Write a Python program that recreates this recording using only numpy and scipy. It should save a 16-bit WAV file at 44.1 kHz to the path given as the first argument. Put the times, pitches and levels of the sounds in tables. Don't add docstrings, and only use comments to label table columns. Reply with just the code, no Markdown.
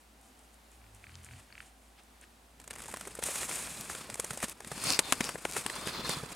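import sys
import numpy as np
from scipy import signal
from scipy.fft import rfft, irfft, next_fast_len
from scipy.io import wavfile
from scipy.ndimage import uniform_filter1d, map_coordinates

SR = 44100
rng = np.random.default_rng(int(sys.argv[2]) if len(sys.argv) > 2 else 0)


def master_out(mix):
    frames = np.transpose(np.atleast_2d(mix))
    ceiling = np.clip(frames, -1, 1)
    pcm = np.round(ceiling * 32767).astype(np.int16)
    wavfile.write(sys.argv[1], SR, pcm)


def ratio_of_db(decibels):
    return 10 ** (np.asarray(decibels, float) / 20)


N = 280374


def unit(x):
    return x / np.sqrt(np.mean(x ** 2) + 1e-20)


def along(points, hz):
    f, v = np.transpose(points)
    return np.interp(np.log(hz + 1), np.log(f + 1), v)


def curves(rows, fade=0.013):
    s, *cols = np.transpose(rows)
    t = np.arange(N) / SR
    gate = np.interp(t, [s[0] - fade, s[0], s[-1], s[-1] + fade], [0, 1, 1, 0])
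    return [np.interp(t, s, c) for c in cols] + [gate]


def wobble(rate):
    knots = rng.standard_normal(int(N * rate / SR) + 4)
    return map_coordinates(knots, [np.arange(N) * rate / SR])


def filtered(x, response):
    m = next_fast_len(N + SR // 4)
    return irfft(rfft(x, m) * response(np.fft.rfftfreq(m, 1 / SR)), m)[..., :N]


def colour(spectrum):
    return lambda hz: unit(ratio_of_db(along(spectrum, hz)))


def cavity(modes):
    def response(f):
        h = sum(ratio_of_db(db) * 1j * f * w / (c * c - f * f + 1j * f * w) for c, w, db in modes)
        return h / np.sqrt(np.mean(abs(h) ** 2))
    return response


def grit(shape, spike_db):
    return unit(rng.standard_normal(shape) * ratio_of_db(spike_db * rng.exponential(size=shape)))


def place(seconds, pieces):
    first = np.round(np.asarray(seconds) * SR).astype(int)
    at = first[:, None] + np.arange(pieces.shape[1])
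    return np.bincount(at.ravel(), pieces.ravel(), N + SR)[:N]


def bursts(length_ms, spike_db, fall_db, rise=.35):
    u = np.arange(SR // 25) * 1000 / SR / np.clip(length_ms, .3, 18)[:, None]
    clump_db = 2.5 * np.repeat(rng.standard_normal((len(u), 41)), 44, axis=1)[:, :u.shape[1]]
    main_break = ratio_of_db(-fall_db * u) * np.clip(5 - 5 * u, 0, 1)
    crumble = ratio_of_db(-15) * np.clip(10 - 5 * u, 0, 1)
    run = grit(u.shape, spike_db) * ratio_of_db(clump_db) * (main_break + crumble) * np.clip(u / rise, .1, 1)
    return run / np.sqrt((run ** 2).sum(axis=1, keepdims=True) / (length_ms[:, None] * SR / 1000))


# frequency in Hz, level in dB.
AIR_TONE = [(20, -30), (58, -2), (110, -14.5), (180, -11), (260, -7), (400, -12), (780, -10.5), (1300, -14),
            (3500, -19.5), (4900, -21.5), (6000, -23), (9000, -21.5), (12000, -26), (16000, -33)]
# frequency in Hz, likeness from 0 to 1.
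AIR_ALIKE = [(60, 1.0), (130, 0.93), (290, 0.85), (640, 0.28), (1410, 0.26), (3100, 0.56), (6820, 0.8),
             (15000, 1)]


def still_air():
    turn = lambda hz: np.arccos(np.clip(along(AIR_ALIKE, hz), -1, 1)) / 2
    shape = lambda hz: ratio_of_db(along(AIR_TONE, hz)) * [np.cos(turn(hz)), np.sin(turn(hz))]
    mid, side = filtered(rng.standard_normal((2, N)), shape)
    return ratio_of_db(-61.5 + 0.4 * wobble(5.64)) * unit(np.array([mid + side, mid - side]))


# frequency in Hz, rms level in dB.
HUM = [
    (56.5, -64.5),
    (217, -77.5),
]
# frequency in Hz, width in Hz, level in dB.
MURMUR = [
    (255, 24, 1),
    (746, 93, -3),
]


def far_machine():
    murmur = ratio_of_db(-72.5 + 2.8 * wobble(9.8)) * filtered(rng.standard_normal(N), cavity(MURMUR))
    hum = 0
    for hz, db in HUM:
        phase = 2 * np.pi * hz * np.cumsum(1 + 0.0096 * wobble(2.3)) / SR
        hum = hum + np.sqrt(2) * ratio_of_db(db + wobble(4.16)) * np.sin(phase)
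    return hum + murmur


# middle in seconds, half length in seconds, fizz level in dB, crunch level in dB.
HOOF_FALLS = [(.01, 0.02, -68, -82), (0.258, 0.047, -65, -74), (0.423, 0.049, -71, -80),
              (0.535, 0.018, -71, -85), (0.74, 0.039, -68.5, -71), (0.954, 0.012, -68, -74),
              (1.125, 0.18, -69, -65.5), (1.25, 0.016, -58, -66), (1.368, 0.085, -64, -63),
              (1.54, 0.063, -74, -67), (1.637, 0.059, -63.5, -64.5), (1.846, 0.059, -71, -80),
              (1.99, 0.017, -72, -60), (2.233, 0.019, -65, -59.5)]
# start in seconds, peak in dB.
TICKS = [
    (0.2128, -44),
    (0.392, -45),
    (0.5423, -44),
    (0.7167, -46),
    (0.9476, -39.5),
    (1.233, -42),
    (1.246, -33.5),
    (1.3283, -46),
    (2.0352, -43),
    (2.2122, -38),
]
# frequency in Hz, level in dB per Hz.
FIZZ = [(3000, -66), (5000, -12), (6500, -1), (8700, 3), (10500, -2), (12000, -9), (14000, -13.5),
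        (16000, -29)]
# frequency in Hz, level in dB per Hz.
SHARD = [(450, 1), (1000, 5), (2000, 7), (3000, 6), (5000, -2.5), (7000, -18), (16000, -43)]


def trot():
    s, half, fizz_db, crunch_db = np.transpose(HOOF_FALLS)[:, :, None]
    swell = np.exp(-((np.arange(0, N, 64) / SR - s) / half) ** 2)
    fizz, crunch = (np.repeat((ratio_of_db(db) * swell).sum(axis=0), 64)[:N] for db in (fizz_db, crunch_db))
    grains = ratio_of_db(2 * wobble(60)) * grit(N, spike_db=1.5)
    puffs = fizz * unit(filtered(grains, colour(FIZZ))) + crunch * unit(filtered(grains, colour(SHARD)))
    s, db = np.transpose(TICKS)
    run = bursts(np.full(len(s), 1.5), spike_db=1.5, fall_db=14)
    ticks = filtered(place(s, run * ratio_of_db(db - 11.5)[:, None]), colour(FIZZ))
    return puffs + ticks


def grunt(rows, orders):
    hz, effort_db, open_db, on = curves(rows)
    phase = 2 * np.pi * np.cumsum(hz * (1 + 0.017 * wobble(24.56))) / SR
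    levels_db = effort_db, effort_db + open_db, effort_db - 10.5
    tones = (np.sqrt(2) * ratio_of_db(db + 2.1 * wobble(29.3)) * np.sin(k * phase) for k, db in zip(orders, levels_db))
    return on * sum(tones)


# time in seconds, pitch in Hz, effort in dB, throat openness in dB.
GRUNT_LOW = [
    (.75, 60.2, -63, -16),
    (.83, 57.2, -55, -10),
    (.9, 53.5, -59, -1.5),
    (.95, 52, -61, -4),
    (.99, 49, -80, 13),
    (1.05, 47.2, -81, 18),
]
GRUNT_LONG = [
    (1.075, 38.9, -55, -5),
    (1.09, 39.9, -62, -1),
    (1.15, 43.2, -56.5, -3),
    (1.26, 41.1, -59.5, -8),
    (1.3, 42.7, -59, 0),
    (1.34, 35.9, -56, 1),
    (1.38, 46, -56, -9),
    (1.41, 49, -65, 0),
]
GRUNT_SHORT = [
    (1.48, 39.5, -78, 9),
    (1.52, 39, -73, 2),
    (1.6, 39, -65, -7),
    (1.64, 39, -78, 2),
]


def grunting():
    return grunt(GRUNT_LOW, (1, 2)) + grunt(GRUNT_LONG, (2, 3, 5)) + grunt(GRUNT_SHORT, (2, 3, 5))


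# first, last and loudest slap in seconds, peak in dB, nasal ring in dB.
SNORES = [
    (.815, .864, .84, -50, -70),
    (1.04, 1.142, 1.04, -35, -57),
    (1.186, 1.287, 1.287, -41, -57),
    (1.3094, 1.38, 1.33, -44, -59),
    (1.5022, 1.5022, 1.5022, -47, -66),
    (1.5246, 1.603, 1.59, -33, -54),
    (1.6257, 1.6257, 1.6257, -46, -63),
    (2.2374, 2.2374, 2.2374, -46, -63),
]
# frequency in Hz, width in Hz, level in dB.
SNOUT = [
    (1600, 650, 0),
    (2400, 800, 0),
    (3050, 500, 0),
    (4450, 600, 0),
]


def snore():
    slap_s, quickens_s = .0248, .002
    swell, fade = 108, 199
    slaps = []
    for first, last, top, db, nasal_db in SNORES:
        u = np.linspace(0, 1, round(abs(last - first) / slap_s) + 1)
        beats = first + (last - first) * u + quickens_s * (last - first) / slap_s * u * (1 - u)
        slaps += [(s, db - swell * max(top - s, 0) - fade * max(s - top, 0), nasal_db) for s in beats]
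    s, db, nasal_db = np.transpose(slaps)
    t = np.arange(400) / SR
    slap = (t == 0) + .13 * rng.standard_normal((len(s), len(t))) * ratio_of_db(-60 * t / .013)
    share_db = rng.standard_normal((len(s), 4)).T * [[1.5], [1.5], [3], [3]]
    levels_db = db - 3, db - 3, nasal_db - 2, nasal_db + 2
    out = 0
    for mode, level_db, own_db, sign in zip(SNOUT, levels_db, share_db, (1, -1, 1, -1)):
        ring = lambda hz: cavity([mode])(hz) ** 2 * hz ** 2 / (hz ** 2 + 900 ** 2)
        out = out + filtered(place(s + .001, sign * slap * ratio_of_db(level_db + own_db)[:, None]), ring)
    return out


def pushes(rows, fall_db, lag):
    s, db, hz = np.transpose(rows)[:, :, None]
    turn = hz * np.arange(SR // 12) / SR
    swing = ratio_of_db(db - fall_db * turn) * np.sin(2 * np.pi * turn) * (1 - np.exp(-turn / 0.18))
    return place(s[:, 0] + lag, swing)


# start in seconds, peak in dB, frequency in Hz.
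THUDS = [(2.935, -37, 556), (3.065, -44, 410), (3.185, -33.5, 490), (3.228, -49, 182), (3.286, -39, 470),
         (3.418, -41, 373), (3.501, -43, 388), (3.795, -49, 163), (4.089, -42, 537), (4.191, -34, 460),
         (4.237, -40.5, 505), (4.306, -41.5, 136), (4.37, -37.5, 550), (4.433, -33, 220),
         (4.665, -43.5, 210), (4.713, -42, 149), (4.771, -40, 231), (4.867, -40, 177), (4.904, -36, 225),
         (4.986, -33, 285), (5.119, -30, 257), (5.202, -29.5, 221), (5.285, -35, 450), (5.447, -33.5, 340),
         (5.655, -37, 263), (5.867, -35, 537), (5.989, -39, 210), (6.088, -34.5, 169), (6.165, -39.5, 150),
         (6.228, -38.5, 147), (3.711, -49, 156), (3.896, -48.5, 159), (5.342, -42, 174), (5.78, -44, 200),
         (5.845, -51, 151), (5.866, -39, 201.8), (5.99, -41, 406), (6.04, -44, 151), (6.231, -39, 475.4)]
# start in seconds, peak in dB, frequency in Hz.
SQUELCHES = [
    (2.884, -37, 886),
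    (2.940, -32, 1050),
    (3.0105, -35, 1390),
    (5.1245, -22, 1090),
    (5.452, -30, 1440),
    (6.2, -37, 1250),
    (6.352, -37, 690),
    (3.898, -31, 1330),
    (5.758, -36, 910),
]


def thuds():
    pockets = pushes(SQUELCHES, fall_db=2.2, lag=.001)
    return ratio_of_db(8.5) * pushes(THUDS, fall_db=8.5, lag=0.00413) + pockets


# time in seconds, peak in dB, frequency in Hz.
SNAPS = [(1.155, -30, 4940), (3.6495, -37, 7000), (3.811, -16.5, 9150), (4.198, -22, 6000),
         (4.4973, -17.5, 9000), (4.843, -21, 6000), (4.9045, -5.5, 5960), (4.9241, -9.5, 6530),
         (4.9916, -10.5, 3400), (4.995, -10, 6000), (4.9948, -17, 6040), (5.1237, -16.5, 4000),
         (5.1269, -12, 2580), (5.2426, -15, 6000), (5.2915, -22, 1800), (5.4526, -14, 2000),
         (5.5655, -26, 1500), (5.513, -19, 7990), (5.524, -19, 7000), (5.5358, -21, 7000)]


def snaps():
    s, db, hz = np.transpose(SNAPS)[:, :, None]
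    turn = hz * (np.arange(64) - 24) / SR
    return place(s[:, 0] - 24 / SR, -ratio_of_db(db) * np.cos(2 * np.pi * turn) * np.exp(-(turn / .45) ** 2))


# start in seconds, peak in dB, chunk share in dB, fizz share in dB.
BREAKS = [(2.7073, -19.5, -24, -14), (2.9402, -25, -18, -9), (3.073, -30.5, -6.5, -3.5),
          (3.237, -18.5, -45, -4.5), (3.2864, -30.5, -5, -24), (3.4298, -21, -16.5, -15),
          (3.5117, -22.5, -22, -18), (3.898, -29.5, -8, -4), (4.142, -23.5, -39, -7),
          (4.1975, -20, -16, -1), (4.2443, -22.5, -17, -6), (4.3064, -20.5, -18, -10.5),
          (4.4281, -18, -15, -11), (4.6045, -29, -12, -11), (4.7159, -25.5, -6, -8),
          (4.778, -26.5, -17, -12), (4.8374, -24.5, -21, -1), (4.8696, -13.5, -27, -14),
          (4.9911, -4.5, -27, -8.5), (5.1234, -4, -21.5, -11), (5.206, -16.5, -12.5, -9),
          (5.2907, -19, -8.5, -11.5), (5.3556, -29.5, -2.5, -28), (5.451, -19, -6, -11),
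          (5.5648, -22, -5, -8), (5.663, -11.5, -28, -12), (5.6982, -17, -19, -20),
          (5.8725, -18, -12, -11.5), (6.0927, -21.5, -6.5, -4), (6.236, -48, 8, -20)]
# start in seconds, peak in dB.
CRACKLES = [(2.599, -37), (2.6145, -41.5), (2.641, -39), (2.6758, -31.5), (2.7362, -34), (2.754, -33),
            (2.7835, -32), (2.8187, -30.5), (2.837, -31), (2.8573, -32), (2.881, -31), (2.924, -33),
            (2.97, -27), (3.0093, -27.5), (3.0518, -33), (4.6457, -32), (3.151, -27.5), (3.1906, -30),
            (3.492, -26), (3.8094, -32), (3.9493, -28.5), (4.099, -26.5), (4.1544, -28), (4.3318, -27.5),
            (4.374, -24), (4.4828, -29), (4.6734, -30.5), (5.611, -36), (5.754, -29), (6.1852, -33),
            (4.4406, -21), (2.7027, -38)]
# start in seconds, peak in dB, fizz share in dB.
CRUMBS = [(2.7129, -38, -11), (2.7304, -33, -12), (2.7599, -28.5, -15), (2.7674, -41, -18),
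          (2.7914, -33, -10), (2.8024, -34, -7), (2.8254, -32, -14), (2.8444, -31.5, -17),
          (2.8634, -36, -12), (2.8914, -33, -7), (2.8994, -39, -7), (2.9138, -33, -7), (2.9614, -32, -10),
          (2.9834, -50, -18), (2.9954, -39, -3), (3.0274, -42, -10), (3.0979, -48, -7), (3.1104, -51, -7),
          (3.1294, -41, -10.5), (3.2254, -23, -16), (3.3564, -22.5, -8.5), (3.5704, -28, -13),
          (3.6714, -23, -16), (3.9044, -29, -6), (4.4014, -28.5, -9), (4.4338, -19.5, -11),
          (4.4454, -27, -11), (4.9974, -16, -12), (5.1314, -17, -11.5), (5.2484, -25.5, -6.5),
          (5.8824, -21, -14), (6.0464, -32, -14), (6.1164, -27, -6), (6.3044, -33, -14)]
# frequency in Hz, level in dB per Hz.
CHUNK = [(150, -46), (400, 11.5), (1200, 3.5), (2000, 4), (3500, -60)]


def cracks():
    small_chunk_db, crackle_fizz_db = -21, -7.5
    crackles = [(s, db, small_chunk_db, crackle_fizz_db) for s, db in CRACKLES]
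    crumbs = [(s, db, small_chunk_db, fizz_db) for s, db, fizz_db in CRUMBS]
    s, db, chunk_db, fizz_db = np.transpose([*BREAKS, *crackles, *crumbs])
    hard = db > -16
    chance = rng.standard_normal((len(s), 2))
    length_ms = np.where(hard, 4.2, 5.76 + 0.57 * chance[:, 0])
    run = bursts(length_ms, spike_db=1.5, fall_db=8, rise=np.where(hard, .04, .45)[:, None])
    shard_db = np.where(hard, 0, 3 * chance[:, 1])
    layers = (db + chunk_db - 6.5, CHUNK), (db + shard_db - 19.5, SHARD), (db + fizz_db - 7.5, FIZZ)
    start = s - 0.000991 * ~hard
    return sum(filtered(place(start, run * ratio_of_db(level_db)[:, None]), colour(tone)) for level_db, tone in layers)


def strokes(rows):
    s, hold, db, rise, fall = np.transpose(rows)[:, :, None]
    knots = np.arange(0, N + 64, 64)
    u = knots / SR - s
    sag = 2.5 * np.clip(u, 0, abs(hold))
    level = db - rise * np.maximum(-u, 0) - sag - fall * np.maximum(u - abs(hold), 0)
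    return np.interp(np.arange(N), knots, level.max(axis=0))


def share(strength_db, over_db, grows):
    pivot_db = -45
    return ratio_of_db(pivot_db + over_db + grows * (strength_db - pivot_db))


# frequency in Hz, level in dB per Hz. First, crunching grains.
CRUNCH = [(1200, -21), (1800, -7.5), (2500, -0.5), (3200, -10), (4200, -56)]
LUMPS = [(250, -17), (500, -1), (1200, 0.5), (1900, -3), (2600, -29)]
FLAKES = [(2500, -27), (3300, -2), (5500, -4.5), (7000, -30)]
SHOVE = [(25, -2), (60, -2.5), (200, 1), (500, -7), (900, -62)]


def shoved_snow(push_db, sniff_db, out, lumps, wide):
    broken_db = np.interp(push_db, [-58, -44], [4, 1.6])
    clump = broken_db * wobble(80)

    def grains(tone):
        return unit(filtered(ratio_of_db(clump + wobble(220)) * grit(N, spike_db=1.6), colour(tone)))

    scatter = share(sniff_db, -8.5 - 2 * out, 0.88)
    crunch = np.hypot(share(push_db, -7.5, 0.84), scatter)
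    bed = ratio_of_db(push_db) * grains(FIZZ) + lumps * grains(LUMPS) + crunch * grains(CRUNCH)
    bed = bed + share(push_db, -8, 0.79) * grains(FLAKES)
    rumble = filtered(rng.standard_normal(N), colour(SHOVE))
    shove = unit(ratio_of_db(1.03 * clump + 1.6 * wobble(22)) * rumble)
    return bed + ratio_of_db(-25.5) * np.hypot(lumps, wide) ** 0.56 * shove


def glide(x, ratio):
    position = np.cumsum(ratio + .012 * wobble(11))
    return map_coordinates(x, [uniform_filter1d(position, 64) % N], mode="wrap")


def whistle(air, modes, flare):
    tones = 0
    for hz, width, db in modes:
        patches = ratio_of_db(db + 2.2 * wobble(22))
        tones = tones + patches * np.sqrt(width) * filtered(air, cavity([(hz, width, 0)]))
    return glide(unit(tones), flare)


# frequency in Hz, width in Hz, level in dB.
WIDE = [
    (566, 560, 10.5),
    (1050, 260, 11),
    (1270, 170, -4),
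    (1620, 840, -19),
]
# frequency in Hz, width in Hz, level in dB.
NARROW = [
    [(2600, 450, -7), (3550, 350, -5), (4340, 190, 5), (4660, 200, 1), (4980, 220, 0)],
    [(3590, 200, 5), (4170, 220, 5), (4720, 200, 2)],
]
# time in seconds, pitch ratio.
FLARE = [(4.75, 1.007), (4.98, 1.04), (5.04, 0.83), (5.12, .8), (5.2, 1.07), (5.58, 1.036), (5.78, 0.99),
         (5.9, 1.01), (6.0, .98), (6.1, 1.015), (6.3, 0.95)]


def nostrils(sniff_db, out, wide):
    air = ratio_of_db(2.06 * wobble(50) + 1.35 * wobble(200)) * rng.standard_normal(N)
    flare = curves(FLARE)[0]
    narrow = (1 - out) * whistle(air, NARROW[0], flare) + out * whistle(air, NARROW[1], flare)
    return wide * glide(unit(filtered(air, cavity(WIDE))), flare) + ratio_of_db(sniff_db) * narrow


# time of full strength in seconds, hold in seconds, strength in dB, rise before
# and fall after in dB per second.
SHOVES = [(2.826, 0.36, -55, 124, 144), (3.236, 0.2, -37.5, 702, 154), (3.505, 0.082, -39, 175, 87),
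          (3.64, 0.18, -44.5, 102, 104), (3.91, 0.0092, -42.5, 208, 70), (4.18, 0.21, -49.5, 500, 300),
          (4.428, 0.014, -38, 700, 700), (4.495, 0.017, -46, 187, 905), (4.72, 0.015, -48, 125, 63),
          (4.86, 0.07, -38.5, 112, 145), (5.071, .01, -44, 200, 47), (5.252, 0.013, -44.5, 74, 89),
          (5.55, .01, -44.5, 40, 37), (5.578, 0.0045, -37.5, 250, 162), (5.7, 0.21, -47, 50, 221),
          (6.105, 0.0092, -41, 258, 119), (6.216, 0.071, -53, 100, 34)]
# time of full force in seconds, hold in seconds,
# force in dB, rise before and fall after in dB per second.
SNIFFS = [(3.95, 0.18, -58, 96, 300), (4.72, .03, -65, 140, 60), (4.87, 0.082, -35.5, 161, 350),
          (5.06, 0.015, -45.5, 300, 94), (5.24, 0.024, -40, 253, 246), (5.578, .005, -51, 135, 189),
          (5.7, 0.13, -52, 124, 100), (5.83, .02, -48, 100, 100), (5.883, .005, -39, 370, 232),
          (5.916, .01, -43.5, 100, 33), (6.105, 0.0056, -36.5, 182, 170), (6.216, 0.086, -56.5, 100, 25)]


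def rooting():
    push_db, sniff_db = strokes(SHOVES), strokes(SNIFFS)
    turning_out = np.interp(np.arange(N) / SR, [5.3, 5.7], [0, 1])
    out = np.clip(turning_out + .1 * wobble(14), 0, 1)
    lumps = share(push_db, -6.5, 0.67)
    wide = share(sniff_db, 0.5 - 3.5 * (1 - out), 0.54)
    return shoved_snow(push_db, sniff_db, out, lumps, wide) + nostrils(sniff_db, out, wide)


# frequency in Hz, side against middle in dB.
PORTS = [(60, -34), (110, -42), (200, -18.5), (380, -15.5), (700, -9.5), (1290, -10.5), (2380, -8),
         (4400, -7), (8120, -14.5), (15000, -30)]
# time in seconds, width in dB.
OFF_AXIS = [(2.5, -2), (3.2, -3.5), (4.6, -4), (4.86, 6), (5.1, 2.5), (5.45, 0), (5.9, 4.5), (6.12, 4),
            (6.36, 4)]


def ports(x):
    x_wide = x * ratio_of_db(curves(OFF_AXIS)[0])
    lag = filtered(x_wide, lambda hz: 1j * ratio_of_db(along(PORTS, hz) - 21.0))
    scatter = filtered(x_wide * unit(wobble(900)), lambda hz: ratio_of_db(along(PORTS, hz) - 3.5))
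    return np.array([x - lag + scatter, x + lag - scatter])


# time in seconds, share of the treble that leans left.
LEAN = [(4.4, .02), (4.8, 0.059), (5.6, 0.13), (6.1, .02)]


def scene():
    background = still_air() + far_machine()
    far = trot() + grunting() + snore()
    near = thuds() + snaps() + cracks() + rooting()
    lean = curves(LEAN)[0] + .03 * wobble(9)
    treble = filtered(lean * near, lambda hz: hz / (hz + 600))
    return ports(near + far) + np.array([treble, -treble]) + background


def roll_off(x):
    return signal.sosfilt(signal.butter(12, 16230, fs=SR, output="sos"), x)


def record(dry):
    mix = filtered(dry, lambda hz: (hz < 16200) / (1 + (30 / (hz + 1)) ** 4))
    return roll_off(mix)


dry = scene()
out = record(dry)
master_out(out)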